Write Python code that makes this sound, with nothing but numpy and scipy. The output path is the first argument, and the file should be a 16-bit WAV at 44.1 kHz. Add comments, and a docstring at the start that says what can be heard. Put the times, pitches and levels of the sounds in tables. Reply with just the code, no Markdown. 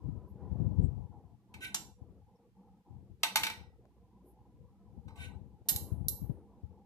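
"""Cutlery on a ceramic plate

A fork taps a ceramic plate, clinks on a spoon and drags on the glaze, close to a phone over the table:
decaying sine modes plus noisy clatter for the blows, resonated noise for the drags and brushes.
A decaying-noise tail gives the small hard room. A draught of shaped noise buffets mostly the left port,
over a wavering room drone of noise bands and a mains hum sine.
"""
import sys
import numpy as np
from scipy import signal
from scipy.fft import rfft, irfft
from scipy.io import wavfile
from scipy.ndimage import uniform_filter1d

SR = 44100
rng = np.random.default_rng(int(sys.argv[2]) if len(sys.argv) > 2 else 0)


def digitize_waveform(pressure):
    """Quantize a signal to 16-bit integers and store it at the path in sys.argv[1].

    Rows of a 2-D input are taken as channels; values are limited to [-1, 1].
    """
    field = np.atleast_2d(pressure).T
    bounded = np.clip(field, -1, 1)
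    quanta = np.round(bounded * 32767).astype(np.int16)
    wavfile.write(sys.argv[1], SR, quanta)


def ratio(d):
    """dB to gain"""
    e = np.asarray(d, float) / 20
    return 10 ** e


N = 302456

# fork on plate: (time [s], direct right-port peak [dB], low-end tilt [dB], treble tilt [dB],
# contact time scale [ms], place of the blow [0-1])
PLATE_TAPS = [(1.539, -39, -9, -11, 2.9, .064), (3.232, -11.5, -4, -11, 1.9, .15),
              (3.357, -7, -3.5, -6.5, 1.5, 0.2), (3.368, -15, -3.5, -8.5, 1.6, 0.3),
              (3.433, -15.5, -10, -10.5, 2.1, .25), (3.466, -20.5, -7, -13, 2, 0.1),
              (3.498, -25.5, -6.5, -14.5, 2.3, 0.5), (5.078, -50, 0.5, -10.5, 6.2, 0.9),
              (5.104, -55, 7, -9, 1.73, 0.9), (5.155, -51, -6, -6.5, 5.7, .22)]
# fork on spoon: (time [s], direct right-port peak [dB], low-end tilt [dB], treble tilt [dB],
# contact time scale [ms], place of the blow [0-1])
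SPOON_CLINKS = [(1.744, -15.5, -4.5, -11.5, 1.4, .2), (1.762, -33, 0, -11, 3.0, .2),
                (5.686, -7.5, -11, 4, 2.2, .25), (5.694, -12, -8, 9, 2, .33),
                (5.701, -18, -5.5, 13, 2.5, .26), (5.761, -16, -14.5, 3, 0.76, .42),
                (6.083, -11.5, -25.5, 10.5, 1.01, .367)]
# ringing modes of the ceramic: (frequency [Hz], relative level [dB], t60 [s])
PLATE_MODES = [(689.2, -9.5, 0.097), (880, -3.5, 0.22), (922, -5, 0.12), (1051, -5, 0.054), (1256, 0, 0.04),
               (1524.4, 0, 0.042), (1936, -20, 0.43), (2126, -14.5, 0.18), (2312, -0.5, 0.067),
               (2565, -2, 0.067), (2833, -6.5, 0.05), (3130, -6.5, 0.03), (3670, -6.5, 0.04),
               (3960, -12, 0.075), (4400, -14, 0.035), (5110, -23, 0.4), (5862, -4.5, 0.038),
               (6630, -7, .04), (7090, -7.5, 0.043), (7970, -1.5, .07), (9170, -7, 0.085),
               (10130, -7, 0.015), (11600, -7.5, 0.039), (13500, -13, 0.025)]
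# ringing modes of the cutlery: (frequency [Hz], relative level [dB], t60 [s])
STEEL_MODES = [(1870, -16.5, 0.07), (2290, -14.5, .05), (2760, -12, 0.068), (3064, -8, 0.065),
               (3585, -8.5, 0.013), (3948, -11, 0.032), (4140, -14, 0.017), (4740, -17, .04),
               (5130, -22, 0.11), (5765, -9.5, 0.021), (6604, -1, 0.022), (7225, -5.5, 0.073),
               (7650, -9.5, 0.066), (8344, -11.5, 0.025), (8936, -31, .75), (9800, -6, .035),
               (10340, -14, .05), (11040, -20, .42), (11690, -3, .035), (11910, -7, .04), (12390, -16, .32),
               (12980, -8, .08), (13200, -8.5, 0.039), (14900, -28, .05)]
# tines over the glaze: (start [s], rise to full pressure [s], lift-off [s],
# plate level at full pressure [dB], fork level re plate [dB])
TINE_DRAGS = [(1.6, 0.045, .09, -39.5, -10.5), (5.164, .075, .09, -47, -10)]
# faint brushes of steel: (centre time [s], 1/e half-length [s], centre [Hz], width per pass [Hz], level [dB])
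STEEL_BRUSHES = [(0.303, 0.024, 11650, 604, -78), (0.847, 0.019, 7840, 933, -71),
                 (2.363, 0.012, 5370, 300., -83), (4.291, 0.042, 11500, 4040, -73)]
# left port behind the phone body: (frequency [Hz], gain [dB])
BODY_SHADOW = [(500, 0), (2000, -1.5), (8000, -2.5), (13000, -8.5)]
# room decay: (frequency [Hz], t60 [s])
ROOM_DECAY = [(500, 0.51), (2000, 0.33), (5000, 0.34), (12000, 0.29)]
# gusts: (peak time [s], relative peak [dB], rise over the last 20 dB [s], fall over 20 dB [s])
# rise and fall below 0.005 s count as 0.005 s
GUST_PEAKS = [(0.041, -42.5, -0.37, 0.12), (0.094, -28.5, 0.05, 0.01), (0.178, -42, 0.2, -0.19),
              (0.27, -54, 0.5, -0.5), (0.362, -42, .08, -0.37), (0.425, -44.5, -0.02, 0.57),
              (0.515, -33.5, -0.07, 0.03), (0.56, -27, -0.0148, 0.01), (0.628, -33.5, 0.13, 0.33),
              (0.801, -25, 0.03, 0.1135), (0.88, -41, 0.6, 0.07), (0.985, -40.5, .08, 0.14),
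              (1.14, -54.5, -1.2, 0.1), (1.221, -48, -0.04, 0.02), (1.348, -60, 1.5, .04),
              (1.551, -56.5, -0.06, 0.24), (1.78, -57, -0.24, .05), (1.894, -58.5, 0.1, -0.02),
              (2.014, -52.5, -0.04, 0.23), (2.19, -60, -0.9, 0.18), (2.764, -60, -0.42, -0.15),
              (2.91, -47, 0.02, .2), (3.102, -52.5, -0.35, 0.1), (3.4, -54, -0.2, 0.36),
              (3.572, -52.5, 0, 0.22), (3.9, -62, -0.8, -0.2), (4.004, -66, 0.1, 0.25),
              (4.617, -61, 0.15, 0.3), (4.984, -53.5, 0.17, -0.23), (5.097, -49, 0.24, .03),
              (5.241, -46.5, 0.23, 0.15), (5.315, -47.5, 0.0645, 0.32), (5.718, -38.5, -0.0335, 0.1),
              (5.81, -46.5, -0.17, 0.23), (5.92, -36.5, 0.01, 0.2), (6.009, -43, -0.17, 0.39),
              (6.219, -34, -0.02, 0.08), (6.296, -30.5, -0.04, 0.0463), (6.365, -51.5, -0.54, -0.1),
              (6.635, -47, -0.33, 0.14)]
# draught spectrum: (frequency [Hz], relative density [dB per Hz])
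BUFFET_SPECTRUM = [(25, -30), (38, -16.5), (55, -1.5), (80, 5.5), (120, 0), (200, -10), (350, -22.5),
                   (700, -38.5), (1100, -65), (4000, -72.5), (14000, -80.5)]
# drone course: (time [s], base level of low bands [dB], base level of high bands [dB])
DRONE_COURSE = [(0.0, -68.5, -76), (0.8, -63.5, -68.5), (1.3, -71.5, -75.5), (1.7, -66.5, -71),
                (2.2, -69.5, -77.5), (2.7, -73.5, -77), (3.15, -70, -75.5), (3.45, -62, -72.5),
                (3.7, -71.5, -75), (4.4, -71.5, -79), (4.95, -72, -77.5), (5.23, -67, -68.5),
                (5.5, -72.5, -79.5), (5.8, -64.5, -69), (6.3, -66.5, -76.5), (6.86, -70, -76)]
# low room resonances: (centre [Hz], width per pass [Hz], level re course [dB])
DRONE_LOW_BANDS = [(121, 7.5, -2.5), (192.6, 40, 3.5), (300, 292, 3), (477.4, 73, -2.5)]
# high room resonances: (centre [Hz], width per pass [Hz], level re course [dB])
DRONE_HIGH_BANDS = [(697, 69, -4.5), (820, 140, 4.5), (986, 90, -3.5), (1140, 44, -13), (1270, 130, -15.5)]
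# brief dips of drone and hum: (centre time [s], 1/e half-length [s], depth [dB])
DRONE_DIPS = [(1.102, 0.017, -14), (1.421, 0.099, -4.5), (1.959, 0.016, -14.5), (2.248, 0.025, -9),
              (2.381, 0.0049, -11), (2.52, 0.037, -9), (2.835, 0.019, -13), (3.172, 0.041, -8.5),
              (3.909, 0.056, -3.5), (5.647, 0.013, -9.5)]
# noise suppressor threshold: (frequency [Hz], threshold [dB per bin])
SUPPRESSOR_THRESHOLD = [(50, -85), (400, -83), (900, -83.5), (1500, -96), (4000, -105), (14000, -108)]
# faint hiss added after the suppressor: (frequency [Hz], relative density [dB per Hz])
HISS_SPECTRUM = [(1000, 9), (3000, 4), (8000, -2), (14000, -2.5)]

TAP_LEAD_MS, CLINK_LEAD_MS = 0.15, 0.2  # left port leads the right


def noise(*shape):
    """White noise."""
    return rng.standard_normal(shape)


def unit(x):
    """Scales x to rms 1."""
    return x / np.sqrt(np.mean(x ** 2))


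def colour(x, points):
    """Filters x by (frequency [Hz], gain [dB]) points."""
    hz, db = np.transpose(points)
    f_hz = np.arange(x.shape[-1] // 2 + 1) * SR / x.shape[-1] + 1
    gain = ratio(np.interp(np.log(f_hz), np.log(hz), db))
    return irfft(rfft(x) * gain, x.shape[-1])


def band(x, hz, width_hz):
    """Resonance applied twice, for dark valleys."""
    b, a = signal.iirpeak(hz, hz / width_hz, SR)
    return signal.lfilter(b, a, signal.lfilter(b, a, x))


def curve(rows):
    """Columns of a table, one value per sample."""
    s, *columns = np.transpose(rows)
    return [np.interp(np.arange(N) / SR, s, c) for c in columns]


def walk(rate_hz):
    """Random levels of rms 1, held 1 / rate_hz and slewed twice."""
    k = int(SR / rate_hz)
    held = np.repeat(noise(N // k + 1), k)
    return unit(uniform_filter1d(uniform_filter1d(held, k), k)[:N])


def ring(modes, place):
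    """Impulse response at both ports: decaying sines, weighted by the place of the blow."""
    unlike_hz = 1800  # phases spread fully between the ports above this
    hz, db, t60_s = np.transpose(modes)[:, :, None]
    t = np.arange(SR // 2) / SR
    order = np.arange(1, len(modes) + 1)
    weight = 0.2 + np.abs(np.sin(np.pi * place * order))[:, None]
    left_phase = np.minimum(hz / unlike_hz, 1) ** 2 * rng.uniform(-2.2, 2.2, hz.shape)
    decay = weight * ratio(db - 60 * t / t60_s)
    return np.array([np.sum(decay * np.sin(2 * np.pi * hz * t + phase), axis=0)
                     for phase in (left_phase, 0)])


def add(out, x, s, lead_ms):
    """Places a left-right pair; the left port is nearer but shaded by the phone body."""
    for side, y, late_s in ((0, colour(x[0], BODY_SHADOW), 0), (1, x[1], lead_ms / 1000)):
        i = int((s + late_s) * SR)
        out[side, i:i + len(y)] += y[:N - i]


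def blows(rows, modes, low_hz, high_hz, crack_db, lead_ms):
    """Each contact rings the modes, softened by its duration, and adds a noisy clatter."""
    knock_hz = 670  # rolled off below this
    pre = 99  # samples of room ahead of the blow for the filter
    out, t = np.zeros((2, N)), np.arange(SR // 2) / SR
    for s, db, low_db, treble_db, contact_ms, place in rows:
        u = t * 1000 / max(contact_ms, 0.2)
        body = ring(modes, place) * (1 - np.exp(-u ** 2))
        # the clatter reaches the two ports by partly different paths
        grit = (noise(len(t)) + 0.88 * noise(2, len(t))) * ratio(3.7 * noise(len(t)))
        resonant = sum(ratio(0.5 * d) * band(grit, hz, hz * 0.07) for hz, d, _ in modes)
        grit = unit(grit) + 0.55 * unit(resonant)
        snap = u * np.exp(-u)
        rattle = 0.41 * np.exp(-u / 8) * (1 - np.exp(-u))
        crack = (snap + rattle) * grit
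        # harder blows clatter more; light touches are pitched ticks
        x = body / np.abs(body).max() + ratio(crack_db + 3.0 + 0.36 * db) * crack
        tilt = [(knock_hz * 0.71, low_db - 26), (knock_hz, low_db), (low_hz, low_db),
                (low_hz * 1.4, 0), (high_hz * 0.92, 0), (high_hz * 1.5, treble_db)]
        x = colour(np.roll(x, pre, axis=1), tilt)
        add(out, ratio(db) * x / np.abs(x[1]).max(), s - pre / SR, lead_ms)
    return out


def fork_on_plate():
    """Taps ring the ceramic modes."""
    return blows(PLATE_TAPS, PLATE_MODES, 1200, 4500, 5.9, TAP_LEAD_MS)


def fork_on_spoon():
    """Clinks ring the steel modes."""
    return blows(SPOON_CLINKS, STEEL_MODES, 2800, 8300, 3.3, CLINK_LEAD_MS)


def drags():
    """Uneven slips of the tines ring the plate, and the fork above it; pressure builds, then lifts."""
    rise_db, fall_db = 17.5, 31
    out = np.zeros((2, N))
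    for s, rise_s, fall_s, peak_db, fork_db in TINE_DRAGS:
        count = int((rise_s + fall_s) * SR)
        pressure_db = peak_db + np.interp(np.arange(count) / SR, [0, rise_s, rise_s + fall_s],
                                          [-rise_db, 0, -fall_db])
        uneven_db = 4.5 * noise(count) + 1.3 * walk(150.7)[:count]
        slips = (noise(count) + 0.88 * noise(2, count)) * ratio(uneven_db)
        slips = slips * signal.windows.tukey(count, 0.1)
        plate = sum(ratio(0.3 * d - hz / 300) * band(slips, hz, hz * 0.03)
                    for hz, d, _ in PLATE_MODES if 1400 < hz < 4200)
        # the upper plate-table modes serve for the fork
        fork = sum(ratio(0.13 * d) * band(slips, hz, hz * 0.02)
                   for hz, d, _ in PLATE_MODES if 4300 < hz < 13000)
        add(out, ratio(pressure_db) * (unit(plate) + ratio(fork_db) * unit(fork)), s, CLINK_LEAD_MS)
    return out


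def brushes():
    """Soft bell-shaped puffs of noise, each in one high band."""
    t = np.arange(N) / SR
    out = 0
    for s, length_s, hz, width_hz, db in STEEL_BRUSHES:
        puff = np.exp(-((t - s) / length_s) ** 2)
        out = out + ratio(db) * puff * unit(band(noise(2, N), hz, width_hz))
    return out


def room(x):
    """Diffuse tail of decaying noise bands, different at each port, the bass lasting longest."""
    t, tail = np.arange(SR * 3 // 4) / SR, 0
    decay_hz, decay_s = np.transpose(ROOM_DECAY)
    for hz in 350 * 2 ** np.arange(0, 5.6, 0.5):
        t60_s = np.interp(np.log(hz), np.log(decay_hz), decay_s)
        # the close ports hear nearly the same bass, unrelated treble
        spread = unit(noise(len(t)) + hz / 1500 * noise(2, len(t)))
        tail = tail + band(spread, hz, hz * 0.38) * ratio(-60 * t / t60_s)
    tail = tail * (1 - np.exp(-t / 0.0038))
    return signal.fftconvolve(x, tail / np.sqrt(np.sum(tail[0] ** 2)), axes=1)[:, :N]


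def draught():
    """Eddies beat on each port separately, in short uneven puffs; stronger gusts lean left."""
    calm_db, calm_wander_db = -74, 5  # still air between gusts, before the final gain
    pan_from_db, pan_db_per_db, pan_max_db = -69, 1.4, 23.5
    t = np.arange(N) / SR
    power = ratio(2 * (calm_db + calm_wander_db * walk(12)))
    for s, peak_db, rise_s, fall_s in GUST_PEAKS:
        away = np.maximum((s - t) / max(rise_s, 0.005), (t - s) / max(fall_s, 0.005))
        power = power + ratio(2 * peak_db - 40 * away)
    pan_db = np.clip(pan_db_per_db * (10 * np.log10(power) - pan_from_db), 0, pan_max_db)
    puffs = np.array([ratio(4.2 * walk(35)), ratio(3.0 * walk(30))])
    eddies = colour(unit(puffs * noise(2, N)), BUFFET_SPECTRUM)
    # steady the slow strength so that the gusts set it
    eddies = eddies / uniform_filter1d(eddies ** 2, SR // 12) ** 0.7
    sides = np.array([1 / (1 + ratio(-2 * pan_db)), 1 / (1 + ratio(2 * pan_db))])
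    return ratio(7.0) * np.sqrt(power * sides) * unit(eddies)


def drone():
    """Air and distant machines in the room's low resonances, each wavering alone, plus mains hum."""
    hum_hz, hum_db = 60.7, -69
    t, out = np.arange(N) / SR, 0
    low_db, high_db = curve(DRONE_COURSE)
    for bands, course_db, flicker_db in ((DRONE_LOW_BANDS, low_db, 3.0), (DRONE_HIGH_BANDS, high_db, 4.0)):
        for hz, width_hz, db in bands:
            mid, side = unit(band(noise(2, N), hz, width_hz))
            stereo = mid + min(hz / 6600, 1) * side * np.array([[1], [-1]])
            out = out + ratio(course_db + db + flicker_db * walk(14)) * stereo
    hum = ratio(hum_db + 2.5 * walk(6)) * np.sin(2 * np.pi * hum_hz * t)
    dip_db = sum(db * np.exp(-((t - s) / length_s) ** 2) for s, length_s, db in DRONE_DIPS)
    return (out + hum) * ratio(dip_db)


def suppress(x):
    """Turns down bins near or below threshold: tails end early and the drone goes lumpy."""
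    f_hz, _, z = signal.stft(x, SR, nperseg=1024)
    power = uniform_filter1d(np.mean(np.abs(z) ** 2, axis=0), size=2, axis=0)
    hz, db = np.transpose(SUPPRESSOR_THRESHOLD)
    limit = ratio(2 * np.interp(np.log(f_hz + 1), np.log(hz), db))[:, None]
    return signal.istft(z * power / (power + limit), SR, nperseg=1024)[1][:, :N]


def scene():
    """Cutlery with its room tail, over draught and drone."""
    room_db = -9
    cutlery = fork_on_plate() + fork_on_spoon() + drags()
    return cutlery + ratio(room_db) * room(cutlery) + brushes() + draught() + drone()


def top_cut(x):
    """Nothing passes above the cut-off."""
    return signal.sosfilt(signal.butter(12, 15460, fs=SR, output="sos"), x)


def record(dry):
    """Bass cut; noise suppressor; faint hiss added after it, rising a little with the load; top cut."""
    bass_cut_hz, top_cut_hz, hiss_db = 45, 14900, -85
    load = uniform_filter1d(dry ** 2, SR // 15).mean(axis=0)
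    dry = signal.sosfilt(signal.butter(3, bass_cut_hz, "high", fs=SR, output="sos"), dry)
    hiss_gain = ratio(hiss_db) * (1 + load / ratio(-100)) ** 0.12
    mix = suppress(dry) + hiss_gain * colour(noise(2, N), HISS_SPECTRUM)
    mix = signal.sosfilt(signal.cheby2(10, 30, top_cut_hz, fs=SR, output="sos"), mix)
    return top_cut(mix)


dry = scene()
out = record(dry)
digitize_waveform(out)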